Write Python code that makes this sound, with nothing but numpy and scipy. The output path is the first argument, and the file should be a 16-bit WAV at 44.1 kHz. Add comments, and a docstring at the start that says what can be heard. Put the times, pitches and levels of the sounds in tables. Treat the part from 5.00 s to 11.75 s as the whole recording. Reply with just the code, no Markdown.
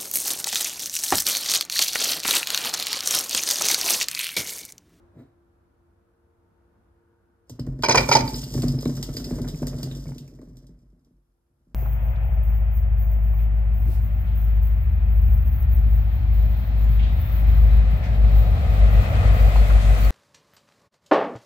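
"""On a table in a quiet, humming room, soft wet beads are tipped into a thin metal bowl.
A two-port microphone stands close above. Each landing pushes on the low modes of bowl and table,
water films burst in slaps of coloured noise with pitched plips, and beads smack on beads.
The first heavy beads make the still empty bowl chatter on its base, so that wall and rim ring.
A hand thumps the full bowl at both ends and makes it rustle at the start."""
import sys
import numpy as np
from scipy import signal
from scipy.fft import rfft, irfft, next_fast_len
from scipy.io import wavfile

SR = 44100
rng = np.random.default_rng(int(sys.argv[2]) if len(sys.argv) > 2 else 0)


def bounce(signal):
    """Save signal as a 16-bit WAV file at the path given by the first command-line argument."""
    frames = np.transpose(np.atleast_2d(signal))
    limited = np.clip(frames, -1, 1)
    pcm = np.round(limited * 32767).astype(np.int16)
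    wavfile.write(sys.argv[1], SR, pcm)


N = 297542
TIME = np.arange(N) / SR

# Noise spectrum of the room air: (frequency [Hz], density [dB per Hz])
ROOM_SPECTRUM = [(15, -37.5), (40, -5), (86, 2), (125, -11), (240, -10.5), (400, -17.5), (600, -17),
                 (800, -19.5), (1400, -22.5), (2000, -33.5), (3000, -41), (8000, -50), (16000, -59.5)]
# Background, sinking after the pour: (time [s], air level [dB], hum level [dB], whine level [dB])
BACKGROUND = [(0, -56.5, -63.5, -83), (.3, -63, -67, -90), (.6, -63, -70.5, -81.5), (1.2, -65, -72.5, -75),
              (1.8, -62, -73, -76), (2.1, -65, -70.5, -69.5), (2.4, -65.5, -75.5, -74.5),
              (3, -63, -78, -87.5), (6.2, -76, -83, -95), (6.75, -74, -82.5, -100)]
# Share of air noise common to both ports, limited to 0-1: (frequency [Hz], likeness [1])
ROOM_LIKENESS = [(60, 1), (240, 0.71), (950, -1.4), (3770, -0.14), (15000, 0.23)]
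# Resonances of the whine: (frequency [Hz], width [Hz], level [dB])
WHINE_MODES = [(461.6, 2.7, 9.5), (907.4, 11, -5), (1480, 150, -17)]
# Reverberation time of the room: (frequency [Hz], t60 [s])
ROOM_T60 = [(100, 0.21), (1000, 0.48), (5000, .25), (14000, 0.085)]
# Microphone noise spectrum: (frequency [Hz], density [dB per Hz])
HISS_SPECTRUM = [(1000, 0), (8000, -2.5), (10000, 2), (13000, 1), (15500, -13.5)]
# Four samples of lead, for sound from afar and through the table: (frequency [Hz], left lead [rad])
FAR_LEAD = [(0, 0), (SR / 2, 4 * np.pi)]
# Equal level at both ports: (frequency [Hz], left over right [dB])
EQUAL_TILT = [(0, 0)]
# Phase between the ports, for beads and for knocks: (frequency [Hz], left lead [rad])
BEAD_LEAD = [(0, 0), (1810, -0.1), (2840, 2.7), (5000, 1.1), (7240, 6.1), (9390, 6.3), (9730, 9.2),
             (11600, 9.6), (12400, 12.6), (14500, 12.5), (15200, 15.7), (16000, 15.6)]
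KNOCK_LEAD = [(0, 0), (950, -1.0), (2580, 2.2), (5080, 1.3), (7320, 6.3), (9470, 6.3), (10100, 9.5),
              (11600, 9.5), (12000, 12.6), (14400, 12.4), (15200, 15.7), (16000, 15.6)]
# Level between the ports, for beads and for knocks: (frequency [Hz], left over right [dB])
BEAD_TILT = [(60, 0.0), (180, 0.0), (550, -0.5), (1650, -2.5), (4970, -0.5), (15000, 0.0)]
KNOCK_TILT = [(60, 0.0), (130, 0.0), (290, -1.0), (640, -4.0), (1410, -5.0), (3100, -1.5), (6820, -0.5),
              (15000, 0.0)]
# The pour, as reference levels: (time [s], thudding level [dB], wet patter level [dB])
POUR = [(2.47, -54, -79), (2.68, -34, -72), (2.79, -41, -75), (3.0, -20, -36), (3.06, -32, -41),
        (3.13, -40, -35), (3.2, -25, -44), (3.37, -26.5, -41), (3.43, -36, -43.5), (3.64, -21, -48),
        (3.8, -30, -50.5), (4.2, -27.5, -48), (4.45, -25, -56), (4.59, -32, -53.5), (4.66, -27, -56.5),
        (4.9, -29.5, -52.5), (5.23, -42.5, -65.5), (5.47, -43, -73.5), (5.85, -55.5, -87), (6.42, -78, -99),
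        (6.75, -58.5, -91)]
# Thumps of the hand on the full bowl at both ends, and of heavy landings between:
# (time [s], level [dB], share of upper modes [0-1], deep ring [Hz])
THUDS = [(0.155, -40.5, 0.16, 141.7), (0.171, -36, 0.5, 115.5), (0.197, -36.5, 0.97, 128),
         (0.236, -44, 0.66, 112), (2.503, -29, 0.4, 116), (2.593, -17.5, 0.45, 128.7),
         (2.674, -16.5, 0.36, 132.7), (2.791, -23, 0.47, 119), (2.882, -17.5, 0.35, 124),
         (2.956, -18.5, 0.2, 112), (2.973, -24, 0.56, 144), (3.085, -18, 0.2, 132), (3.145, -13, 0.48, 128),
         (3.198, -14.5, 0.6, 120), (3.343, -25.5, 0.66, 135), (3.427, -26.5, 0.07, 132),
         (3.552, -12.5, 0.35, 127.7), (3.581, -18, 0.03, 124), (3.639, -10.5, 0.62, 143),
         (3.738, -15, 0.38, 127.5), (3.857, -10.5, 0.65, 144.7), (3.891, -19, 0.9, 138),
         (3.975, -23, 0.62, 160), (4.088, -18.5, 0.42, 135.8), (4.169, -22.5, 0.7, 153),
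         (4.312, -15.5, 0.6, 149), (4.538, -28.5, 0.1, 147), (4.619, -15, 0.59, 141.2),
         (4.699, -31, 0.3, 139), (4.741, -20.5, 0.3, 136), (4.909, -30, 0.25, 143),
         (5.058, -25, 0.12, 142.6), (5.108, -24.5, 0.36, 133.5), (5.161, -30.5, 0.6, 151.3),
         (5.394, -33, 0.78, 143), (5.429, -35, 0.94, 130.7), (5.519, -43, 0, 123.1),
         (5.64, -42.5, 0.66, 113.5), (5.692, -37.5, 0.42, 168), (5.819, -50.5, 0.45, 145.5),
         (5.928, -47.5, 0.5, 174.6), (6.068, -52, 0.63, 146.6), (6.108, -50, 0.5, 174),
         (6.669, -50.5, 0.52, 172.6), (6.71, -60.5, 0.6, 159)]
# Low modes of bowl and table top: (frequency [Hz], width [Hz], level [dB])
BODY_MODES = [(95, 43, -7.5), (136.1, 6.4, 5), (165, 24, -7.5), (244.3, 9.7, 0.5), (270.2, 10, -3.5),
              (277, 16, -4), (337, 120, -12), (467, 50, -15), (590, 34, -10.5), (703, 230, -20.5)]
# Knocks of the base on the table: (time [s], wall ring level [dB], rim ring level [dB])
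KNOCKS = [(2.835, -4.5, -20.5), (2.844, -27.5, -20.5), (2.858, -31, -26), (2.885, -2.5, -21),
          (2.894, -10.5, -19), (2.905, -13.5, -19.5), (2.912, -10.5, -18), (2.922, -23, -18.5),
          (2.946, 1.5, -20.5), (2.955, -10, -16.5), (2.973, -7.5, -14.5), (2.978, -8, -14.5),
          (2.994, -27.5, -28.5), (3.005, -15.5, -27), (3.029, -29, -32.5), (3.089, -6.5, -20),
          (3.114, -3, -19), (3.12, -11.5, -15), (3.126, -30, -16), (3.135, -24.5, -19), (3.152, -2.5, -13),
          (3.161, -8.5, -19), (3.167, -22, -22.5), (3.191, -28.5, -27.5), (3.206, -31.5, -28.5)]
# Modes of wall and rim, before the beads damp and detune them: (frequency [Hz], width [Hz], level [dB])
WALL_MODES = [(423, 110, -21.5), (582.6, 56, -8.5), (725, 210, -10.5), (876.5, 66, 1.5), (957, 100, -1),
              (984, 70, -20), (1429, 13, -11)]
RIM_MODES = [(1756, 87, -11), (2000, 160, -4), (2000, 52, -12), (2350, 21, 6.5), (3240, 99, -10),
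             (3510, 58, -10), (4010, 12, 0.5), (4340, 43, -4), (4830, 22, 5), (5020, 70, 2.5),
             (5120, 49, 4), (6020, 200, 0), (7700, 270, -26.5), (8255, 700, -23.5)]
# A hand shifts the full bowl: (time [s], rustle level [dB])
RUSTLE = [(0.12, -78), (0.198, -54), (0.34, -81)]
# Beads smacking on beads: (time [s], level [dB], ring [Hz])
SMACKS = [(2.496, -43, 1040), (2.591, -41, 1330), (2.667, -41, 1080), (2.792, -46, 950), (3.267, -51, 920),
          (3.43, -40, 1340), (3.542, -33, 923), (3.577, -34.5, 1190), (3.633, -27.5, 1100),
          (3.74, -48, 1090), (3.779, -47, 1100), (3.829, -35, 1170), (3.856, -27.5, 1150),
          (3.897, -36, 950), (3.972, -34.5, 1480), (4.027, -39, 940), (4.09, -38, 1080), (4.199, -41, 1520),
          (4.308, -34.5, 900), (4.385, -35, 1060), (4.445, -37.5, 1510), (4.47, -40, 929),
          (4.626, -30.5, 900), (4.63, -34, 1000), (4.671, -35, 1170), (4.731, -39, 1050), (4.831, -51, 904),
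          (4.87, -52, 1070), (5.056, -45, 1840), (5.09, -43, 1030), (5.119, -43, 1100), (5.388, -53, 1940),
          (5.416, -49, 1273), (5.568, -73, 890), (5.641, -62.5, 1754), (5.69, -65.5, 1756),
          (6.07, -68, 1074)]
# Colour of bead on bead: (frequency [Hz], density [dB per Hz])
DULL_SPECTRUM = [(210, -33.5), (350, -8), (600, -9.5), (800, -21), (1500, -26), (2000, -28.5),
                 (2600, -37.5), (4000, -40), (9000, -46.5)]
# Wet slaps: (time [s], crack level [dB], plip frequency [Hz], plip level [dB])
SLAPS = [(2.4956, -38, 4830, -89), (2.595, -41, 5270, -41.5), (2.665, -53, 5000, -80),
         (2.789, -59.5, 4840, -71), (2.823, -33, 4760, -32), (3.277, -47, 4830, -26),
         (3.342, -42, 5100, -28.5), (3.434, -53, 5020, -35), (3.5034, -48, 5000, -51),
         (3.5387, -33.5, 4900, -70), (3.5764, -43.5, 4940, -66), (3.6202, -29.5, 5150, -35),
         (3.6817, -31, 5150, -32), (3.7878, -48, 5300, -35), (3.8098, -45, 5170, -56),
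         (3.824, -40, 5240, -45), (3.854, -40, 4110, -37), (3.967, -38, 6800, -63),
         (4.0273, -26.5, 5200, -35.5), (4.139, -44, 5120, -56.5), (4.1674, -31.5, 4900, -28.5),
         (4.242, -36, 5100, -33), (4.3191, -53, 4560, -56), (4.3588, -54, 2000, -60),
         (4.4172, -41, 5200, -70), (4.477, -39, 5000, -50), (4.485, -35.5, 4010, -37.5),
         (4.544, -50, 2380, -50.5), (4.588, -49, 6800, -52.5), (4.6194, -47, 4900, -69.5),
         (4.6686, -30.5, 5100, -68), (4.681, -40, 7050, -46), (4.785, -43, 4900, -52),
         (4.83, -30.5, 4830, -34), (4.9124, -50, 3790, -36.5), (4.95, -47, 3520, -52.5),
         (5.068, -62.5, 2250, -55), (5.147, -58, 2000, -74), (5.1814, -40, 4700, -46),
         (5.277, -54.5, 2590, -59), (5.4146, -63, 8700, -65), (5.5687, -51, 5220, -82),
         (5.668, -57, 8870, -72.5), (5.789, -73.5, 2495, -84), (6.047, -68, 4980, -95),
         (6.698, -82, 4970, -95.5)]
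# Crack, spray and drip of one slap: (level against the crack [dB], t60 [s])
SLAP_STAGES = [(0, 0.011), (-10.5, 0.082), (-18.5, 0.13)]
# Colour of a slap: (frequency [Hz], density [dB per Hz])
WET_SPECTRUM = [(1060, -25), (1800, -26.5), (1990, -16), (2290, -33), (2830, -11.5), (4490, -8), (5060, 0),
                (5810, -2.5), (6550, -6.5), (9210, -12.5), (10700, -15.5), (11800, -9), (13400, -15),
                (15200, -12.5), (16300, -34)]

HUM_HZ = 344.
HISS_DB = -86
RUMBLE_CUT_HZ, BODY_CUT_HZ, EDGE_HZ = 36, 92, 16400
# The table shakes with the pour, swinging less in dB; each landing adds a kick
SHAKE_HZ, SHAKE_WIDTH_HZ = 49.56, 12
SHAKE_DB, SHAKE_EXPONENT, LANDING_SHAKE_DB = -18.5, 0.72, 11.5
DULL_DB, CROWD_DB = -23, -5.5  # dull patter and crowd of small thuds, against the thudding
CONTACT_FORCE, FLURRY_FORCE = 50, 50
FLURRY_DECAY_S, FLURRY_RISE_S = 0.0047, 0.0014  # time constants
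BEAD_DAMPING_HZ = 60
TICK_DB = -50.5  # contact tick, against the rim level
JOLT_DB, JOLT_T60_S = -21, 0.13  # jolted beads, against the wall level
PLIP_T60_S, SMACK_T60_S = .045, .03
SQUEAK_HZ, SQUEAK_DB = 3860, -23  # against the rustle


def gain_of(db):
    """Amplitude ratio as the exponential of a level in decibels."""
    return 10 ** (np.asarray(db) / 20)


def evened(x):
    """Normalisation of signal power: scales to rms 1."""
    return x / np.sqrt(np.mean(x ** 2) + 1e-20)


def read(points, hz):
    """Interpolation of a table on a logarithmic frequency axis."""
    table_hz, value = np.transpose(points)
    return np.interp(np.log(hz + 1), np.log(table_hz + 1), value)


def curve(rows, order):
    """Amplitude envelope from one level column, silent before its first row."""
    s = np.transpose(rows)[0]
    return gain_of(np.interp(TIME, s, np.transpose(rows)[order], left=-200))


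def ring(x, modes):
    """Modal superposition: damped resonators of alternating sign, driven by x."""
    out = np.zeros(len(x))
    for k, (hz, width, db) in enumerate(modes):
        pole = np.exp((2j * np.pi * hz - np.pi * width) / SR)
        resonance = signal.lfilter([1], [1, -pole], x).imag
        out += (-1) ** k * gain_of(db) * (1 - abs(pole)) * resonance
    return out


def driven(x, gain, modes):
    """Resonant storage: modes ring on after their drive fades; about rms 1 at gain 1."""
    return ring(gain * x, modes) / np.std(ring(x[:2 * SR], modes))


def coloured(x, spectrum):
    """Linear filtering: multiplies the Fourier spectrum by a curve in dB."""
    size = next_fast_len(N)
    gain = gain_of(read(spectrum, np.fft.rfftfreq(size, 1 / SR)))
    return irfft(rfft(x, size) * gain, size)[..., :N]


def shower(per_s, spread_db):
    """Random arrivals: independent blows, most small and a few large."""
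    size = gain_of(spread_db * np.minimum(rng.exponential(1, N), 4))
    return size * (rng.random(N) < per_s / SR)


def fading(x, t60):
    """Exponential decay: every blow leaves a trail falling 60 dB in t60 seconds."""
    return signal.lfilter([1], [1, -1000 ** (-1 / (t60 * SR))], x)


def puff(s, db, t60, size=6000):
    """Exponential decay of one burst after a rise of about a millisecond: its place and envelope."""
    at = round(s * SR)
    after = np.arange(min(size, N - at)) / SR
    rise = np.minimum(after / 0.0011, 1)
    return slice(at, at + len(after)), gain_of(db - 60 * after / t60) * rise


def ports(x, lead, tilt):
    """Interaural-type differences: one source reaches two ports with a phase and level step."""
    size = next_fast_len(N)
    hz = np.fft.rfftfreq(size, 1 / SR)
    # each port takes half of the step, in opposite directions
    step = gain_of(read(tilt, hz) / 2) * np.exp(.5j * np.interp(hz, *np.transpose(lead)))
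    return irfft(rfft(x, size) * np.array([step, 1 / step]), size)[:, :N]


def room_air():
    """Partial coherence: noise in both ports is a shared field plus independent parts."""
    size = next_fast_len(N)
    same = np.clip(read(ROOM_LIKENESS, np.fft.rfftfreq(size, 1 / SR)), 0, 1)
    shared, *own = rfft(coloured(rng.standard_normal((3, N)), ROOM_SPECTRUM), size)
    apart = irfft(np.sqrt(1 - same) * np.array(own), size)[:, :N]
    together = irfft(np.sqrt(same) * shared, size)[:N]
    return curve(BACKGROUND, order=1) * evened(ports(together, FAR_LEAD, EQUAL_TILT) + apart)


def room_tones():
    """Narrow-band excitation: a steady sine with a noisy skirt, and a wavering whine."""
    skirt = evened(ring(rng.standard_normal(N), [(HUM_HZ, 8, 0)]))
    hum = evened(np.sin(2 * np.pi * HUM_HZ * TIME)) + 0.51 * skirt
    whine = evened(ring(rng.standard_normal(N), WHINE_MODES))
    tones = curve(BACKGROUND, order=2) * hum + curve(BACKGROUND, order=3) * whine
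    return ports(tones, FAR_LEAD, [(0, 1.9)])


def echoes(x):
    """Reverberation: sparse taps of random sign, each band with its own decay, other taps per port."""
    taps = np.zeros((2, SR // 2))
    at = np.arange(200, SR // 2 - 20, 20)
    at = at + rng.integers(0, 20, (2, len(at)))
    np.put_along_axis(taps, at, rng.choice([-1., 1.], at.shape), 1)
    hz, t, bands = signal.stft(taps, SR, nperseg=256)
    decay = gain_of(-60 * t / read(ROOM_T60, hz)[:, None])
    tail = signal.istft(bands * decay, SR, nperseg=256)[1]
    return signal.fftconvolve(x, tail / np.linalg.norm(tail[0]), axes=1)[:, :N]


def soft_push():
    """Impulse of finite contact time: a smooth push of 2.4 ms, with room to ring."""
    return np.pad(signal.windows.hann(round(0.0024 * SR)), (0, 9000))


def table_shake(push, flow):
    """Forced resonance of the table, by the steady pour and by each landing after its start."""
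    modes = [(SHAKE_HZ, SHAKE_WIDTH_HZ, 0)]
    steady = ring(rng.standard_normal(N), modes)
    shake = driven(steady, gain_of(SHAKE_DB) * flow ** SHAKE_EXPONENT, modes)
    kicks = np.zeros(N)
    for s, db, _, _ in THUDS:
        kicks[round((s - .0025) * SR)] = gain_of(db) * (s > POUR[0][0])
    landings = ring(signal.oaconvolve(kicks, push)[:N], modes)
    return shake + gain_of(LANDING_SHAKE_DB) * landings


def heavy_thuds(push):
    """Mass loading: shifting beads retune the lowest modes; each thud has its share of upper modes."""
    low = np.array([mode for mode in BODY_MODES if mode[0] <= 200])
    high = np.array([mode for mode in BODY_MODES if mode[0] > 200])
    first_swing = np.gradient(push)  # of the wall, heard directly
    bright = ring(push, high)
    bright = bright / abs(bright).max() - 0.067 * first_swing / first_swing.max()
    out = np.zeros(N + len(push))
    for s, db, share, hz in THUDS:
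        at = round((s - .0025) * SR)
        deep = ring(push, low * [hz / low[1, 0], 1, 1])
        deep = deep / abs(deep).max()
        out[at:at + len(push)] += gain_of(db) * ((1 - share) * deep + share * bright)
    return out[:N]


def thuds():
    """Impact excitation: heavy and crowded small pushes ring the bowl, while the table shakes."""
    push, flow = soft_push(), curve(POUR, order=1)
    crowd = signal.oaconvolve(shower(90, 2.3) * rng.choice([-1, 1], N), push)[:N]
    bowl = heavy_thuds(push) + gain_of(CROWD_DB) * driven(crowd, flow, BODY_MODES)
    # the bowl is too small to radiate deep bass
    cut = signal.butter(3, BODY_CUT_HZ, "high", fs=SR, output="sos")
    return signal.sosfilt(cut, bowl) + table_shake(push, flow)


def chatter():
    """Repeated impact: a contact and its flurry ring modes detuned and damped by the beads inside."""
    out, flurry = np.zeros(N), shower(2500, 1.2) * rng.choice([-1, 1], N)
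    after, modes = np.arange(5000) / SR, np.array(WALL_MODES + RIM_MODES)
    load = rng.standard_normal((len(KNOCKS), 2, len(modes)))  # drawn anew for every knock
    for (s, wall_db, rim_db), (detune, balance) in zip(KNOCKS, load):
        place = slice(round(s * SR), round(s * SR) + 5000)
        swell = np.exp(-after / FLURRY_DECAY_S) * (1 - np.exp(-after / FLURRY_RISE_S))
        contact = FLURRY_FORCE * flurry[place] * swell
        contact[0] = CONTACT_FORCE
        hz = modes[:, 0] * (1 + 0.011 * detune)
        width = modes[:, 1] + BEAD_DAMPING_HZ
        part_db = np.repeat([wall_db, rim_db], [len(WALL_MODES), len(RIM_MODES)])
        db = modes[:, 2] + 3.24 * balance + part_db
        tick = gain_of(rim_db + TICK_DB) * np.gradient(contact)
        out[place] += ring(contact, np.transpose([hz, width, db])) + tick
    return out


def hand_rustle(noise):
    """Friction noise of the shifted bowl: the rustle's envelope, and its thin resonant squeak."""
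    rustle = curve(RUSTLE, order=1) * (TIME < RUSTLE[-1][0])
    squeak = evened(ring(noise, [(SQUEAK_HZ, 200, 0)]))
    return rustle, gain_of(SQUEAK_DB) * rustle * squeak


def jolted_beads():
    """Momentum transfer: each knock of the base jolts the beads in the bowl; their envelope."""
    out = np.zeros(N)
    for s, wall_db, _ in KNOCKS:
        place, shape = puff(s, wall_db + JOLT_DB, JOLT_T60_S)
        out[place] += shape
    return out


def bead_smacks(noise):
    """Collision of bead on bead: the envelope of the dull bursts, and their faint rings."""
    bursts, rings = np.zeros(N), np.zeros(N)
    for s, db, hz in SMACKS:
        place, shape = puff(s, db, SMACK_T60_S)
        bursts[place] += shape
        rings[place] += gain_of(-10) * shape * evened(ring(noise[place], [(hz, 150, 0)]))
    return bursts, rings


def wet_slaps(noise):
    """Bursting water films: puffs of noise, each slap with a plip, over a dense patter."""
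    slow = evened(fading(shower(98, 4.), 0.065))
    quick = evened(fading(shower(150, 3.5), 0.006))
    puffs = curve(POUR, order=2) * evened(0.87 + slow + 0.44 * quick)
    plips = np.zeros(N)
    for s, db, hz, plip_db in SLAPS:
        for under_db, t60 in SLAP_STAGES:
            place, shape = puff(s, db + under_db, t60)
            puffs[place] += shape
        place, shape = puff(s, plip_db, PLIP_T60_S)
        plips[place] += shape * evened(ring(noise[place], [(hz, 180, 0)]))
    return puffs * evened(coloured(noise, WET_SPECTRUM)) + plips


def patter():
    """Superposition of the bead sounds: wet slaps, and dull noise shaped by bead contacts."""
    noise = rng.standard_normal(N)
    crowd = evened(1.5 + evened(fading(shower(89, 2.5), 0.066)))
    rustle, squeak = hand_rustle(noise)
    bursts, rings = bead_smacks(noise)
    dull = gain_of(DULL_DB) * curve(POUR, order=1) * crowd + rustle + jolted_beads() + bursts
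    dull_noise = evened(coloured(rng.standard_normal(N), DULL_SPECTRUM))
    return wet_slaps(noise) + squeak + rings + dull * dull_noise


def scene():
    """Superposition: beads and bowl echo over the room; thuds come through the table, dry."""
    beads = ports(patter(), BEAD_LEAD, BEAD_TILT)
    bowl = ports(chatter(), KNOCK_LEAD, KNOCK_TILT)
    far = echoes(gain_of(-10.5) * beads + gain_of(-13.5) * bowl)
    table = ports(thuds(), FAR_LEAD, EQUAL_TILT)
    return beads + bowl + far + table + room_air() + room_tones()


def record(dry):
    """Transducer limits: microphone hiss, rumble filter, soft overload and band limit."""
    hissy = dry + gain_of(HISS_DB) * coloured(rng.standard_normal(dry.shape), HISS_SPECTRUM)
    rumble_filter = signal.butter(4, RUMBLE_CUT_HZ, "high", fs=SR, output="sos")
    firm = signal.sosfilt(rumble_filter, hissy)
    held = firm / (1 + firm ** 4) ** .25
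    band = signal.firwin(511, EDGE_HZ, window=("kaiser", 9), fs=SR)
    return signal.oaconvolve(held, band[None], "same")


dry = scene()
out = record(dry)
bounce(out)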